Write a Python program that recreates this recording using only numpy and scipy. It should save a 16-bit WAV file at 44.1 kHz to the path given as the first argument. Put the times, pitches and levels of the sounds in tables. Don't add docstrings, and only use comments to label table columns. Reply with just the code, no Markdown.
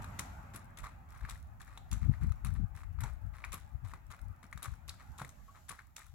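import sys
import numpy as np
from scipy import signal
from scipy.fft import rfft, irfft, next_fast_len
from scipy.io import wavfile
from scipy.ndimage import uniform_filter1d, map_coordinates

SR = 44100
rng = np.random.default_rng(int(sys.argv[2]) if len(sys.argv) > 2 else 0)


def inscribe(sig):
    pcm = np.round(np.clip(np.atleast_2d(sig).T, -1, 1) * 32767)
    wavfile.write(sys.argv[1], SR, pcm.astype(np.int16))


N = 270774

# start in seconds, pressing time in seconds, stone level in dB, grit level in dB.
FOOTFALLS = [(0.018, 0.0047, -65, -56.5), (0.187, 0.0098, -45.5, -49), (0.536, 0.032, -55.5, -60.5),
             (0.771, 0.024, -54.5, -58.5), (1.087, 0.12, -64.5, -77), (1.286, 0.024, -52, -53.5),
             (1.599, 0.019, -58, -62.5), (1.913, 0.019, -51, -53.5), (2.21, 0.03, -56.5, -74),
             (2.444, 0.027, -51.5, -59), (2.748, 0.065, -59.5, -73.5), (3.002, 0.018, -50.5, -65),
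             (3.334, 0.16, -60, -78), (3.52, 0.015, -47.5, -50.5), (3.841, 0.071, -62.5, -72),
             (4.102, 0.017, -52.5, -60.5), (4.427, 0.014, -59.5, -70.5), (4.621, 0.032, -49.5, -53.5),
             (4.879, 0.014, -56.5, -56.5), (5.179, 0.023, -52.5, -58), (5.684, 0.035, -51, -57.5),
             (5.962, 0.0045, -50.5, -49)]
# start in seconds, pitch in Hz, knock level in dB, level of the grit thrown off in dB.
STRUCK_STONES = [(0.0427, 1320, -38, -48.5), (0.1924, 1990, -34.5, -33.5), (0.56, 1470, -47.5, -54.5),
                 (0.841, 1160, -39.5, -49.5), (0.8562, 1240, -39, -59), (1.2506, 1660, -36.5, -76),
                 (1.6062, 1720, -45, -63), (1.7748, 930, -44, -59), (2.1378, 1880, -43.5, -79),
                 (2.3193, 1250, -42.5, -53), (2.4467, 1260, -43, -71), (2.8335, 1230, -46, -61),
                 (2.9878, 1200, -45, -67), (3.037, 1430, -41.5, -48), (3.4406, 2320, -32, -62),
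                 (3.4471, 1800, -38.5, -45.5), (3.9358, 1110, -37, -53), (4.1372, 1120, -42, -68),
                 (4.5274, 2010, -36, -49), (4.575, 1300, -41.5, -47.5), (4.657, 1270, -37.5, -54),
                 (5.1984, 1310, -39, -71), (5.2168, 850, -34.5, -47), (5.247, 1940, -40.5, -49.5),
                 (5.7904, 1690, -42, -86)]
# start in seconds, pitch in Hz, level in dB, pressing time in seconds.
HOOF_CLOPS = [(.862, 1204, -47, 0.0093), (3.034, 913, -46, 0.017), (3.532, 1146, -43, 0.0073),
              (4.648, 1204, -51, 0.022), (5.479, 1123, -53.5, 0.019), (5.698, 1140, -51, 0.027)]
# start in seconds, length in seconds, level in dB.
HOOF_SCUFFS = [(0.829, 0.04, -49.5), (1.144, 0.02, -62), (1.221, 0.074, -57), (1.676, 0.087, -61.5),
               (2.011, 0.039, -57.5), (2.113, 0.041, -61.5), (2.546, 0.018, -58), (3.026, 0.06, -54.5),
               (3.943, 0.025, -62), (4.584, 0.018, -57.5), (4.987, 0.026, -55), (5.205, 0.028, -59),
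               (5.543, 0.029, -57.5), (5.778, 0.021, -58), (5.992, 0.014, -57)]
# start in seconds, centre pitch of the modes in Hz, level in dB.
STONE_CHIPS = [(0.1919, 7310, -41), (0.56, 10600, -45), (1.7748, 3620, -47), (1.929, 6800, -40.5),
               (2.4472, 9720, -43.5), (3.006, 12000, -43.5), (3.036, 7200, -43.5), (3.529, 9250, -42),
               (3.542, 11300, -37.5), (4.628, 11100, -38.5), (4.8925, 4340, -35.5), (5.2913, 7300, -50.5),
               (5.6927, 9800, -39)]
# start in seconds, level in dB.
GROUND_THUDS = [(0.19, -44), (0.543, -44), (1.928, -48), (3.04, -46), (3.536, -49), (3.935, -51.5),
                (4.438, -52.5), (5.213, -40.5), (5.702, -53.5)]
# centre time in seconds, pitch in Hz, level in dB.
LEFT_EDDIES = [(1.246, 85, -33), (2.097, 115, -14.5), (2.245, 149, -27.5), (2.311, 67.5, -23),
               (2.643, 88, -24.5), (3.753, 60.5, -28)]
# time in seconds, level at the left port in dB, level at the right port in dB.
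BREEZE_LEVELS = [(0, -65, -51), (0.7, -61, -63), (1.3, -55, -50), (1.7, -52.5, -53.5), (2.4, -41, -51),
                 (2.7, -43, -66), (2.82, -36.5, -55), (3.05, -35.5, -60), (3.35, -44.5, -63),
                 (4.05, -49.5, -65), (4.45, -62, -61), (4.85, -53.5, -62), (5.3, -73, -55),
                 (5.9, -72, -62.5), (6.14, -51, -60)]
# start in seconds, length in seconds, left port level in dB, right port level in dB.
WIND_GUSTS = [(0.808, 0.024, -75, -37.5), (1.215, 0.033, -36, -48), (1.306, 0.024, -40.5, -50),
              (1.908, 0.062, -30, -50), (2.01, 0.11, -28.5, -63), (2.207, 0.079, -29.5, -42.5),
              (2.422, 0.16, -33.5, -69), (2.582, 0.057, -31, -69), (3.82, 0.032, -35, -63),
              (4.204, 0.11, -40, -73), (4.544, 0.015, -35, -68), (4.662, 0.067, -38, -58),
              (5.084, 0.04, -73, -42.5)]
# time in seconds, distant rush level in dB, fine gravel hiss level in dB.
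AIR_LEVELS = [(0, -52, -71), (.3, -54.5, -69.5), (.65, -60, -82.5), (1.4, -65.5, -84.5), (1.7, -66, -83),
              (2.1, -61.5, -76.5), (2.7, -66, -85), (4.85, -65.5, -83.5), (5.1, -63, -75),
              (5.35, -65, -75.5), (5.6, -69.5, -72), (5.9, -72.5, -85), (6.14, -78, -80)]

# frequency in Hz, relative level in dB.
GRIT_COLOUR = [(1800, -12), (2500, 5.5), (2950, -3), (3800, 4.5), (5000, -7), (6000, 0), (7500, 3),
               (8700, -10.5), (10500, -4), (11600, -2.5), (13200, -15), (16000, -11)]
PEBBLE_COLOUR = [(250, -33), (500, -21), (800, -5.5), (1200, 10), (1600, -0.5), (2100, 1), (2550, -7.5),
                 (2900, -46), (4000, -10.5), (6000, -34)]
RUSH_COLOUR = [(150, 2), (430, -12), (600, -1), (850, 5), (1000, -2), (1250, 1), (1900, -7.5), (2500, -12),
               (2900, -20), (4500, -31.5), (8000, -71)]
HISS_COLOUR = [(1500, -33), (2800, -2.5), (5000, -4.5), (7400, 1), (9000, -12), (11500, -4), (13000, -3),
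               (16000, -20)]
BUFFET_COLOUR = [(15, -44), (30, -2), (50, 4.5), (85, 0), (130, -11), (200, -31.5), (300, -53.5),
                 (600, -88), (1500, -100)]
RUMBLE_COLOUR = [(20, -27), (45, 2.5), (80, 6), (140, -2), (250, -11), (450, -29), (1000, -77)]
MIC_NOISE_COLOUR = [(2000, -16), (7500, -8), (11000, 8.5), (16000, 12.5)]
THUD_COLOUR = [(30, 5), (90, 5.5), (180, 9), (350, -11.5), (700, -20), (1500, -34)]
SMALL_EDDY_COLOUR = [(60, -11.5), (170, -7.5), (260, -19.5), (400, -38), (900, -65.0), (2000, -111)]
SAND_COLOUR = [(2000, -36), (5500, -9), (7500, -11.5), (11000, -11), (14000, -12)]
# frequency in Hz, left minus right in dB.
PORT_LEAN = [(200, 0), (500, -0.5), (1100, 3), (2100, 6.5), (2900, 3.5), (3800, 7), (5500, -11.5),
             (8000, 14), (10000, 17), (12000, 9), (13500, -3)]
# frequency in Hz, time to die by 60 dB in seconds.
YARD_DECAY = [(200, 0.24), (1200, 0.13), (4000, 0.44), (12000, 0.1)]

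LOOSE_STONES, LOOSE_SPAN_S = 2, .13
LOOSE_DB, LOOSE_SPREAD_DB, LOOSE_HZ = -51, 3, 1327
SCUFF_GRIT_DB = -18.5
CHIP_RING_S = 0.021
TRICKLE_DB, TRICKLE_FALL_S = -73, 0.91
GUST_RISE_S, GUST_FALL_S = 0.014, 0.1
TURBULENCE_DB, TURBULENCE_PER_S = 3.5, 20
LAG_START_S, LAG_END_S = .000075, .000035
LOW_CUT_HZ, TOP_HZ = 34, 16000
LEFT_RIGHT = np.array([[1], [-1]])


def amp(db):
    return 10 ** (np.asarray(db) / 20)


def unit(x):
    return x / np.sqrt(np.mean(x ** 2) + 1e-20)


def along(points, hz):
    f, v = np.transpose(points)
    return np.interp(np.log(hz + 1), np.log(f + 1), v)


def curves(rows):
    s, *cols = np.transpose(rows)
    return [np.interp(np.arange(N) / SR, s, c) for c in cols]


def wobble(rate):
    return map_coordinates(rng.standard_normal(512), [np.arange(N) * rate / SR], mode="mirror")


def add(track, s, sound):
    part = track[max(round(s * SR), 0):][:len(sound)]
    part += sound[:len(part)]


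def filtered(x, response):
    m = next_fast_len(N + SR // 2)
    return irfft(rfft(x, m) * response(np.fft.rfftfreq(m, 1 / SR)), m)[..., :N]


def noise(spectrum):
    m = next_fast_len(N, real=True)
    colour = amp(along(spectrum, np.fft.rfftfreq(m, 1 / SR)))
    return unit(irfft(rfft(rng.standard_normal(m)) * colour, m)[:N])


def wide(spectrum, shared):
    shared = np.clip(shared, 0, 1)
    sides = np.array([noise(spectrum), noise(spectrum)])
    return np.sqrt(shared) * noise(spectrum) + np.sqrt(1 - shared) * sides


def stereo(spectrum, apart):
    return unit(noise(spectrum) + apart * LEFT_RIGHT * noise(spectrum))


def tinted(x, depth_db, size=256):
    z = signal.stft(x, nperseg=size)[2]
    field = rng.standard_normal(z.shape[1:])
    field = uniform_filter1d(field, size=3, axis=0)
    field = uniform_filter1d(field, size=5, axis=1)
    return signal.istft(z * amp(depth_db * unit(field)), nperseg=size)[1][:, :N]


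def evened(x, span):
    power = uniform_filter1d(x ** 2, max(int(span * SR), 2))
    return x / np.sqrt(np.abs(power) + 1e-6)


def grains(rate, spread_db, life):
    draw = rng.random((int(rate * N / SR), 2))
    size = amp(spread_db * np.minimum(-np.log(1 - draw[:, 1]), np.pi))
    energy = np.bincount((draw[:, 0] * N).astype(int), size ** 2, N)
    fade = amp(-60 * np.arange(SR // 50) / SR / life) ** 2
    return unit(np.sqrt(np.abs(signal.fftconvolve(energy, fade)[:N])))


def pressure(t, hold, rise, fall, settle_db, settle):
    after = np.maximum(t - hold, 0)
    release = amp(-60 * after / fall)
    settling = amp(settle_db - 60 * after / settle)
    return (1 - np.exp(-t / rise)) * np.maximum(release, settling)


def farmland():
    rush_db, hiss_db = curves(AIR_LEVELS)
    rush = unit(tinted(wide(RUSH_COLOUR, shared=0.041), depth_db=3.0, size=1024))
    rush = amp(rush_db) * rush * amp(LEFT_RIGHT)
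    rumble = amp(rush_db + 5.0) * wide(RUMBLE_COLOUR, shared=0.98)
    hiss = amp(hiss_db) * wide(HISS_COLOUR, shared=0.077) * amp(1.2 * LEFT_RIGHT)
    return rush + rumble + hiss + amp(-79.0) * wide(MIC_NOISE_COLOUR, shared=0)


def wind():
    breeze_db = curves(BREEZE_LEVELS)
    ports = amp(np.array([db + TURBULENCE_DB * wobble(TURBULENCE_PER_S) for db in breeze_db]))
    t = np.arange(SR // 2) / SR
    for s, length, *levels_db in WIND_GUSTS:
        swell = np.minimum(t / GUST_RISE_S, 1) * amp(-60 * np.maximum(t - length, 0) / GUST_FALL_S)
        for port, db in zip(ports, levels_db):
            add(port, s, amp(db) * swell)
    buffets = [evened(noise(BUFFET_COLOUR), span=0.0477), evened(noise(BUFFET_COLOUR), span=0.016)]
    flow = ports * np.array(buffets)
    strength = np.clip(ports[0] / amp(-27), 0, 1) ** 2
    flow[0] += amp(-6) * ports[0] * strength * noise(SMALL_EDDY_COLOUR)
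    t = np.arange(SR // 10) / SR
    for s, hz, db in LEFT_EDDIES:
        turn = 2 * np.pi * hz * (t - t.mean())
        swirl = np.sin(turn) / (1 + (turn / 2.2) ** 2) * np.hanning(len(t))
        add(flow[0], s - t.mean(), -amp(db + 5) * swirl)
    return flow


def yard(x, size=128):
    hz, t, z = signal.stft(x, SR, nperseg=size)
    fade = amp(-60 * t[t < .5] / along(YARD_DECAY, hz)[:, None]) ** 2
    fade = fade / fade.sum(1, keepdims=True)
    energy = signal.fftconvolve(np.abs(z) ** 2, fade[None], axes=2)[..., :len(t)]
    scatter = signal.stft(rng.standard_normal((2, N)), SR, nperseg=size)[2]
    gain = np.sqrt(np.abs(energy) / np.mean(np.abs(scatter) ** 2))
    answer = signal.istft(scatter * gain, SR, nperseg=size)[1]
    return np.pad(answer, ((0, 0), (round(.006 * SR), 0)))[:, :N]


def trickle():
    t, unrest = np.arange(SR) / SR, np.zeros(N)
    for s, *_ in FOOTFALLS:
        add(unrest, s, amp(TRICKLE_DB - 60 * t / TRICKLE_FALL_S))
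    ticks = grains(rate=30, spread_db=4.5, life=.006)
    return unrest * ticks * stereo(SAND_COLOUR, apart=0.67)


def thuds():
    t, weight = np.arange(SR // 5) / SR, np.zeros(N)
    for s, db in GROUND_THUDS:
        add(weight, s, amp(db) * (1 - np.exp(-t / 0.0009)) * amp(-60 * t / 0.12))
    return weight * evened(noise(THUD_COLOUR), span=0.0204)


def clops():
    t, track = np.arange(SR // 5) / SR, np.zeros(N)
    for s, hz, db, hold in HOOF_CLOPS:
        hollow = np.sin(2 * np.pi * hz * t) * amp(-60 * t / 0.25)
        ring = signal.fftconvolve(rng.standard_normal(len(t)), hollow)[:len(t)]
        press = pressure(t, hold, rise=0.0032, fall=0.057, settle_db=-5.5, settle=0.11)
        add(track, s, amp(db - 2.5) * evened(ring, span=0.014) * press)
    return track


def loose_stones():
    starts = np.repeat([step[0] for step in FOOTFALLS], LOOSE_STONES)
    delay, pitch, size = rng.random((len(starts), 3)).T
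    hz = LOOSE_HZ * 2 ** (pitch - .5)
    db = LOOSE_DB + LOOSE_SPREAD_DB * (2 * size - 1)
    return list(zip(starts + LOOSE_SPAN_S * delay, hz, db, db - 11.5))


def knocks():
    t, knock, rattle, spray = np.arange(SR // 20) / SR, np.zeros(N), np.zeros(N), np.zeros(N)
    thump = (1 - np.exp(-t / 0.00064)) * amp(-60 * t / 0.0087)
    clatter = (1 - np.exp(-t / 0.00048)) * amp(-60 * t / 0.035)
    snap = (1 - np.exp(-t / 0.0013)) * amp(-60 * t / 0.025)
    for s, hz, db, grit_db in list(STRUCK_STONES) + loose_stones():
        add(knock, s, amp(db + 6.5) * np.sin(2 * np.pi * hz * t) * thump)
        add(rattle, s, amp(db - 8.5) * clatter)
        add(spray, s, amp(grit_db + 1.0) * snap)
    chip_fade = (1 - np.exp(-t / 0.00022)) * amp(-60 * t / CHIP_RING_S)
    for s, hz, db in STONE_CHIPS:
        modes_hz = hz * np.exp(.11 * rng.standard_normal((6, 1)))
        ring = np.sin(2 * np.pi * (modes_hz * t + rng.random(modes_hz.shape))).mean(0)
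        add(knock, s, amp(db + 9.5) * chip_fade * ring)
        add(spray, s, amp(db - 3.0) * snap)
    pebbles = evened(stereo(PEBBLE_COLOUR, apart=0.49), span=0.0049)
    grit = evened(stereo(GRIT_COLOUR, apart=0.64), span=0.0036)
    return knock + rattle * pebbles + spray * grit


def crunch():
    t, coarse, fine, rolled = np.arange(SR // 2) / SR, np.zeros(N), np.zeros(N), np.zeros(N)
    for s, hold, stone_db, grit_db in FOOTFALLS:
        grind = pressure(t, hold, rise=0.0015, fall=0.17, settle_db=-10.0, settle=0.43)
        crackle = pressure(t, hold, rise=0.00084, fall=0.079, settle_db=-14.5, settle=0.47)
        add(coarse, s, amp(stone_db) * grind)
        add(fine, s, amp(grit_db) * crackle)
    for s, length, db in HOOF_SCUFFS:
        push = amp(db) * pressure(t, length, rise=0.005, fall=0.085, settle_db=-8.5, settle=0.33)
        add(rolled, s, push)
        add(fine, s, amp(SCUFF_GRIT_DB) * push)
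    collisions = grains(rate=520, spread_db=5, life=.01)
    cracks = grains(rate=700, spread_db=5, life=.008)
    rolls = grains(rate=900, spread_db=4, life=.01)
    pebbles = tinted(stereo(PEBBLE_COLOUR, apart=0.44), depth_db=0.5)
    grit = cracks * tinted(stereo(GRIT_COLOUR, apart=1.0), depth_db=2.0)
    grinding = amp(-2.04) * coarse * evened(collisions * pebbles, span=0.02)
    rolling = amp(-3.0) * rolled * evened(rolls * pebbles, span=0.014)
    crackling = amp(0.7) * fine * evened(grit, span=0.023)
    return grinding + rolling + crackling


def scene():
    horse = crunch() + knocks() + clops() + thuds() + trickle()
    with_yard = horse + amp(-11.0) * yard(horse)
    placed = filtered(with_yard, lambda hz: amp(LEFT_RIGHT * along(PORT_LEAN, hz) / 2))
    lag = np.linspace(LAG_START_S, LAG_END_S, N) * SR
    heard_at = np.arange(N) - LEFT_RIGHT * lag / 2
    placed = np.array([map_coordinates(port, [at], order=5) for port, at in zip(placed, heard_at)])
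    return placed + wind() + farmland()


def record(dry):
    return filtered(dry, lambda hz: (hz < TOP_HZ) * hz ** 2 / np.hypot(hz ** 2, LOW_CUT_HZ ** 2))


dry = scene()
out = record(dry)
inscribe(out)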